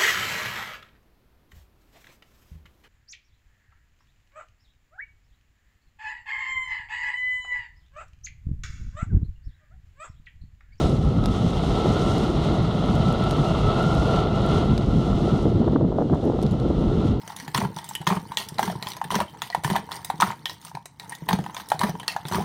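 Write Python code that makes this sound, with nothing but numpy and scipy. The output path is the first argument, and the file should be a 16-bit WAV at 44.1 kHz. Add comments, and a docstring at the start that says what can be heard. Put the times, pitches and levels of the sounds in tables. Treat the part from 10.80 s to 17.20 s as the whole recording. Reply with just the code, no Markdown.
"""Longboard rolling fast down a country road, heard from just above the asphalt.
Coarse grain drums on the wheels: they roar, ring the board and sing near 1.3 kHz, bending with the lean.
Grit hisses underneath; pinched stones snap. Head wind on the microphone rumbles, thumps and sputters,
with a run of eddy slaps late on while the wheels run quieter."""
import sys
import numpy as np
from scipy import signal
from scipy.fft import rfft, irfft, next_fast_len
from scipy.io import wavfile
from scipy.ndimage import map_coordinates

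SR = 44100
rng = np.random.default_rng(int(sys.argv[2]) if len(sys.argv) > 2 else 0)


def dump(signal):
    """Clip the signal to [-1, 1] and save it as 16-bit WAV at the path in sys.argv[1]."""
    limited = np.clip(np.atleast_2d(signal).T, -1, 1)
    pcm = np.round(limited * 32767).astype(np.int16)
    wavfile.write(sys.argv[1], SR, pcm)


N = 282240

# Wind spectra, large to small eddies: freq_hz, density_db
RUMBLE_SPECTRUM = [(8, -53), (26, -6), (38, 11), (52, 15), (75, 12), (110, 10.5), (170, -32.5), (400, -57),
                   (2000, -120)]
BUFFET_SPECTRUM = [(20, -59), (90, -9), (135, -1), (180, -2.5), (230, -8), (350, -19), (600, -30),
                   (1200, -47), (4000, -120)]
SPUTTER_SPECTRUM = [(20, -59), (130, -14.5), (240, 0.5), (400, -1), (550, -10), (750, -15.5), (1000, -26),
                    (1400, -38), (1900, -42), (5000, -120)]
# Flow breakup at the microphone port: time_s, sputter_db
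FLOW_BREAKUP = [(0, -21.5), (.25, -32.5), (.7, -33.5), (1.4, -28), (1.7, -33), (2.5, -39.5), (3.6, -27.5),
                (4.05, -30), (4.6, -28), (5.0, -24), (5.27, -28.5), (5.55, -24.5), (5.7, -32), (5.9, -25),
                (6.4, -30.5)]
# Strongest gusts: crest_s, length_s, rumble_db, buffet_db
GUST_THUMPS = [(0.051, 0.048, -23, -23), (0.135, 0.03, -36, -16), (0.264, 0.062, -17, -33),
               (0.4, 0.12, -24, -23.5), (0.501, 0.063, -25, -22.5), (0.658, 0.055, -22, -19),
               (0.902, 0.094, -26, -25), (1.104, 0.045, -23.5, -21.5), (1.297, 0.087, -24, -35),
               (1.768, 0.11, -33, -22), (2.102, 0.14, -30, -23.5), (2.204, 0.12, -28, -26),
               (2.301, 0.061, -35, -27.5), (2.61, 0.047, -39, -18), (2.853, .08, -22, -22),
               (3.064, 0.049, -43, -21.5), (3.192, 0.054, -18.5, -27), (3.382, 0.064, -23, -28),
               (3.751, .09, -28, -32), (3.917, 0.12, -28, -18.5), (4.127, 0.13, -25, -19.5),
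               (4.32, 0.084, -22.5, -28), (4.537, 0.045, -35, -17.5), (4.682, 0.034, -32, -17),
               (4.755, 0.04, -36, -16), (4.907, 0.089, -30, -23.5), (5.045, 0.088, -39, -20),
               (5.33, 0.05, -26, -17), (5.663, 0.04, -44, -18), (5.723, 0.022, -38, -17.5),
               (5.985, 0.036, -21, -29), (6.091, 0.074, -22.5, -45), (6.183, 0.053, -23, -21),
               (6.313, 0.048, -27, -16.5)]
# Single eddies hitting the port: time_s, level_db, centre_hz
EDDY_SLAPS = [(1.059, -7, 602.4), (1.5, -13, 300), (4.436, -17, 702), (4.448, -12, 380), (4.478, -6.5, 514),
              (4.527, -9, 331), (4.656, -5.5, 424), (4.669, -9, 545), (4.822, -9, 346), (4.845, -16, 379),
              (4.878, -14, 763), (4.881, -9.5, 700), (4.883, -12.5, 430), (4.924, -25, 480),
              (4.9608, -6, 1160), (5.011, -9.5, 500), (5.046, -15, 378), (5.12, -14, 680),
              (5.126, -13, 593), (5.186, -4, 660), (5.198, -16, 506), (5.206, -11, 720), (5.215, -7.5, 494),
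              (5.222, -11, 720), (5.299, -13, 720), (5.318, -8, 280), (5.328, -15, 397), (5.33, -18, 1140),
              (5.336, -11.5, 1100), (5.339, -20, 1000), (5.345, -14, 620), (5.356, -14, 710),
              (5.441, -11.5, 716), (5.4755, -12.5, 450), (5.4995, -7, 416), (5.521, -15, 850),
              (5.535, -14, 550), (5.590, -12, 719), (5.628, -10.5, 327), (5.744, -18, 560),
              (5.904, -7, 295)]
# One faint lead-in tick, then stone snaps: start_s, level_db, crunch_offset_db
TICKS = [(0.4388, -37, 7), (0.4583, -26, 4), (1.3818, -30, -7), (1.437, -38, -10), (2.154, -33, -8),
         (2.285, -42, 9), (2.326, -31, -10), (2.439, -34, -12), (2.51, -26, -1), (2.571, -41, -12),
         (2.684, -36, -10), (3.0282, -34, -10), (3.1494, -32, -12), (3.6635, -35, -10), (3.9786, -34, 10),
         (5.347, -43, -4), (5.4525, -40, -9), (5.617, -41, 1), (5.627, -30.5, -8), (5.632, -39, 4),
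         (5.6646, -45, 11), (5.711, -37, -5), (5.7188, -41, -2), (5.7998, -40, 3)]
# Wheel and truck modes under a stone's kick: freq_hz, level_db, t60_s
KICK_MODES = [(650, 10, .012), (1450, 0, .008), (2110, -4, .008), (3400, -8, .006), (4500, 0, .003)]
# Wheel roll and grit loudness, dipping while the wind is strongest: time_s, roll_db, grit_db
WHEEL_LEVELS = [(0.0, -42, -44.5), (0.11, -47, -51), (0.15, -51.5, -53.5), (0.41, -48, -61),
                (0.52, -46, -53), (0.58, -46.5, -52), (0.85, -41.5, -50.5), (1.06, -39.5, -49.5),
                (1.17, -40.5, -48.5), (1.27, -41, -47), (1.47, -40, -50), (1.53, -44.5, -54),
                (1.64, -40.5, -51), (1.92, -43.5, -56.5), (2.05, -41.5, -53), (2.6, -41.5, -51.5),
                (2.9, -41, -52.5), (3.0, -40, -50.5), (3.2, -43.5, -50.5), (3.27, -39.8, -50.5),
                (3.36, -38.5, -50.5), (3.5, -43.5, -59), (3.65, -40.5, -52.5), (3.77, -39.5, -50),
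                (3.87, -44.5, -56.5), (4.0, -48.5, -56.5), (4.49, -46.5, -55), (4.63, -48, -56.5),
                (4.71, -51, -62.5), (4.92, -50.5, -65), (5.04, -58, -70.5), (5.45, -55, -61),
                (5.85, -51, -62.5), (6.1, -50, -61.5), (6.27, -47.5, -56), (6.4, -56, -68)]
# Road contact spectra: freq_hz, density_db
GRIT_SPECTRUM = [(1000, -66), (3000, -15), (5200, 7.5), (6500, 4.5), (7300, 0.5), (9700, -4),
                 (10800, -10.5), (12300, -13.5), (13800, -27), (14600, -36), (16000, -50)]
CRACKLE_SPECTRUM = [(3000, -30), (6500, -5), (9500, -1), (13000, -4), (15500, -22)]
TREAD_SPECTRUM = [(300, -57), (1550, -8.5), (1800, -7.5), (2060, -1.5), (2350, -9.5), (2550, -8),
                  (2850, -1.5), (3350, 0.5), (4050, -2), (4700, -10.5), (6200, -27.5), (7300, -31),
                  (15000, -93)]
ROAR_SPECTRUM = [(30, -36), (150, -36.5), (300, -14), (560, 5.5), (800, -1), (1000, -12), (1250, -1.5),
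                 (1450, -6), (1505, -32), (1800, -22), (4000, -120)]
# Wheel, truck and deck resonances: freq_hz, width_hz, level_db
BOARD_MODES = [(355.5, 27, 14.5), (417, 29, 14), (456.6, 15, 9.5), (649, 113, 8), (710, 56, 2),
               (955, 390, -8), (1380, 430, -12.5)]
# Two wheel notes, bent by the rider's lean: time_s, pitch_hz, second_pitch_hz, sing_db
WHEEL_NOTES = [(0, 1308, 1330, 8.5), (.22, 1277, 1300, 7), (.5, 1291, 1299, 8), (.75, 1294, 1305, 1),
               (1.0, 1313, 1335, 3.5), (1.3, 1338, 1348, 6.5), (1.58, 1314, 1346, 0.5),
               (2.0, 1294, 1312, 3), (2.33, 1325, 1326, 5.5), (2.6, 1322, 1317, 10), (2.86, 1303, 1297, 7),
               (3.0, 1326, 1354, 11.5), (3.12, 1357, 1403, 12), (3.3, 1340, 1369, 9), (3.47, 1311, 1327, 5),
               (3.62, 1331, 1351, 7), (3.82, 1337, 1352, 8), (4.1, 1327, 1364, 7), (4.35, 1323, 1327, 8),
               (4.7, 1310, 1331, 4.5), (4.95, 1328, 1323, 2), (6.4, 1310, 1341, 5.5)]
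# Main wheel's partials: pitch_ratio, width_hz, level_db
WHEEL_PARTIALS = [(.493, 8, -4), (1, 8, -3), (1.03, 60, -7.5), (1.075, 25, -9.5), (2.005, 28, -20),
                  (2.153, 12, -15)]


def amp(db):
    """Decibels to gain."""
    return 10 ** (np.asarray(db) / 20)


def unit(x):
    """x at rms 1."""
    return x / np.sqrt(np.mean(x ** 2) + 1e-20)


def curves(rows):
    """Per-sample curve for each column after time_s."""
    time_s, *columns = np.transpose(rows)
    return [np.interp(np.arange(N) / SR, time_s, column) for column in columns]


def swell(middle_s, length_s):
    """Gaussian hump, height 1."""
    return np.exp(-(2 * (np.arange(N) / SR - middle_s) / length_s) ** 2)


def wobble(knots_per_s):
    """Smooth random curve."""
    return map_coordinates(rng.standard_normal(N // 8), [np.arange(N) * knots_per_s / SR], mode="wrap")


def noise():
    """White noise."""
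    return rng.standard_normal(N)


def impacts(per_s, spread_db):
    """Tiny random blows of uneven size, rms 1."""
    return unit((rng.random(N) < per_s / SR) * noise() * amp(spread_db * noise()))


def filtered(x, response):
    """x through a complex frequency response."""
    size = next_fast_len(N + SR // 2)
    return irfft(rfft(x, size) * response(np.fft.rfftfreq(size, 1 / SR)), size)[:N]


def coloured(x, spectrum):
    """x shaped by a spectrum on a log frequency axis, rms 1."""
    freq_hz, db = np.transpose(spectrum)
    return unit(filtered(x, lambda hz: amp(np.interp(np.log(hz + 1), np.log(freq_hz), db))))


def resonating(x, modes):
    """x through parallel resonances, rms 1."""
    def response(hz):
        return sum(amp(db) * 1j * hz * width_hz / (mode_hz ** 2 - hz ** 2 + 1j * hz * width_hz)
                   for mode_hz, width_hz, db in modes)
    return unit(filtered(x, response))


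def gust_body(spectrum):
    """Coloured noise with an evened envelope, rms 1."""
    x = coloured(noise(), spectrum)
    return unit(x / np.hypot(np.abs(signal.hilbert(x)), 1))


def wind():
    """Large eddies rumble, smaller ones buffet, gusts thump, separated flow sputters."""
    eddies_db = wobble(55)
    low = gust_body(RUMBLE_SPECTRUM)
    high = unit(amp(2.1 * eddies_db) * gust_body(BUFFET_SPECTRUM))
    gusts = sum(swell(crest_s, length_s) * (amp(rumble_db) * low + amp(buffet_db) * high)
                for crest_s, length_s, rumble_db, buffet_db in GUST_THUMPS)
    loss_db = 5.5 * swell(middle_s=5.31, length_s=0.75)  # flow tears off the port
    rumble = amp(-29 - loss_db) * coloured(noise(), RUMBLE_SPECTRUM)
    buffet = amp(-23.5 - loss_db) * unit(amp(eddies_db) * coloured(noise(), BUFFET_SPECTRUM))
    burst_lag_s, burst_cycles = 0.003, 8  # sputter around each slap
    bursts = sum(amp(db - 15) * swell(time_s + burst_lag_s, burst_cycles / hz)
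                 for time_s, db, hz in EDDY_SLAPS)
    sputter_db, = curves(FLOW_BREAKUP)
    flicker = amp(2 * eddies_db + 2.57 * wobble(190))
    sputter = np.hypot(amp(sputter_db), bursts) * unit(flicker * coloured(noise(), SPUTTER_SPECTRUM))
    return rumble + buffet + gusts + sputter


def slaps():
    """An eddy crosses the port: one push-pull of pressure, a brief flutter, a ragged wake."""
    flutter_cycles, wake_decay_s, cutoff_hz = 1.8, 0.0055, 1600
    t = np.arange(N) / SR
    pulses, wakes = np.zeros((2, N))
    for time_s, db, hz in EDDY_SLAPS:
        age_s = t - time_s
        phase = 2 * np.pi * hz * age_s
        pulses += amp(db - 12) * phase * np.exp((1 - phase ** 2) / 2)
        after = np.maximum(phase, 0)
        pulses += amp(db - 10.5) * np.sin(after) * np.exp(-after / (2 * np.pi * flutter_cycles))
        wakes += amp(db - 21) * (age_s > 0) * np.exp(-np.abs(age_s) / wake_decay_s)
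    wake = wakes * coloured(noise(), [(100, -21), (500, 9.5), (1300, -8), (2000, -37), (5000, -85)])
    return filtered(pulses + wake, lambda hz: 1 / (1 + (hz / cutoff_hz) ** 8))


def stones():
    """Pinched stones snap, crunch, kick the wheel and scatter; a faint tick precedes the first."""
    rise_s, snap_t60_s, scatter_t60_s = 0.00045, 0.0065, 0.036
    age_s = np.arange(SR // 10) / SR
    decay = amp(-60 * age_s / snap_t60_s) + amp(-20 - 60 * age_s / scatter_t60_s)
    blow = (1 - np.exp(-age_s / rise_s)) * decay
    kick = sum(amp(db - 60 * age_s / t60_s) * np.sin(2 * np.pi * hz * age_s)
               for hz, db, t60_s in KICK_MODES)
    snaps, crunches, kicks = np.zeros((3, N))
    for start_s, db, crunch_offset_db in TICKS:
        start = round(start_s * SR)
        span = slice(start, start + len(age_s))
        snaps[span] += amp(db) * blow
        crunches[span] += amp(db + crunch_offset_db) * blow
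        kicks[span] += amp(db + crunch_offset_db) * kick
    snap = coloured(noise(), [(500, -59), (3000, -12), (6000, 6), (10000, 5), (13000, -3), (15500, -17)])
    crunch = coloured(noise(),
                      [(300, -35), (2000, -9), (3900, 10), (5800, -4), (10000, -12), (16000, -60)])
    return amp(-3) * snaps * snap + amp(2.5) * crunches * crunch + amp(-4.5) * kicks


def grit(grit_db, patch_db):
    """Grit under the wheels: dense hiss, sparse crackle."""
    hiss_gain = amp(grit_db + patch_db + 0.5 + 1.14 * wobble(30))
    hiss = coloured(noise() + 0.5 * impacts(per_s=1100, spread_db=4.5), GRIT_SPECTRUM)
    crackle = coloured(impacts(per_s=70, spread_db=1), CRACKLE_SPECTRUM)
    return hiss_gain * hiss + amp(grit_db - 21.5) * crackle


def tread_rasp(grit_over_roll_db):
    """The tread rasps more on gritty asphalt."""
    rasp = coloured(impacts(per_s=12000, spread_db=-1), TREAD_SPECTRUM)
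    return amp(4 + 0.29 * grit_over_roll_db) * rasp


def roar():
    """Asphalt grain drums on the wheels and rings the board; soft urethane passes little treble."""
    cutoff_hz = 1470
    drumming = coloured(impacts(per_s=5000, spread_db=1), ROAR_SPECTRUM)
    blows = filtered(impacts(per_s=3600, spread_db=3.5), lambda hz: 1 / (1 + (hz / cutoff_hz) ** 30))
    return amp(6.5) * drumming + amp(11.5) * resonating(blows, BOARD_MODES)


def wheel_ring(pitch_hz, width_hz):
    """One wheel partial, sustained by the road and jolted by its blows; rms 1."""
    phase = 2 * np.pi * (np.cumsum(pitch_hz) / SR + rng.random())
    return unit((1 + wobble(2 * width_hz)) * np.sin(phase) + wobble(2 * width_hz) * np.cos(phase))


def wheels():
    """Rolling wheels: roar, two singing notes, tread rasp, grit; quieter while the wind is strongest."""
    roll_db, grit_db = curves(WHEEL_LEVELS)
    pitch_hz, second_pitch_hz, sing_db = curves(WHEEL_NOTES)
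    patch_db = 0.46 * wobble(11)  # coarser and finer patches
    bump_db = 0.69 * wobble(45)
    body = amp(0.18 * sing_db) * roar()  # leaning loads the wheels: more song, a little more roar
    ring = sum(amp(db) * wheel_ring(ratio * pitch_hz, width_hz)
               for ratio, width_hz, db in WHEEL_PARTIALS)
    ring += amp(-3) * wheel_ring(second_pitch_hz, width_hz=10)
    rolling = body + amp(sing_db - 5) * ring + tread_rasp(grit_db - roll_db)
    return amp(roll_db + patch_db + bump_db) * rolling + grit(grit_db, patch_db)


def scene():
    """Board and wind at one microphone."""
    return (wheels() + stones() + wind() + slaps())[None]


def record(dry):
    """Soft peak limit, then a steep low-pass."""
    ceiling, cutoff_hz = 0.52, 15400
    rounded = dry / (1 + np.abs(dry / ceiling) ** 6) ** (1 / 6)
    return signal.sosfiltfilt(signal.butter(20, cutoff_hz, fs=SR, output="sos"), rounded)


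dry = scene()
out = record(dry)
dump(out)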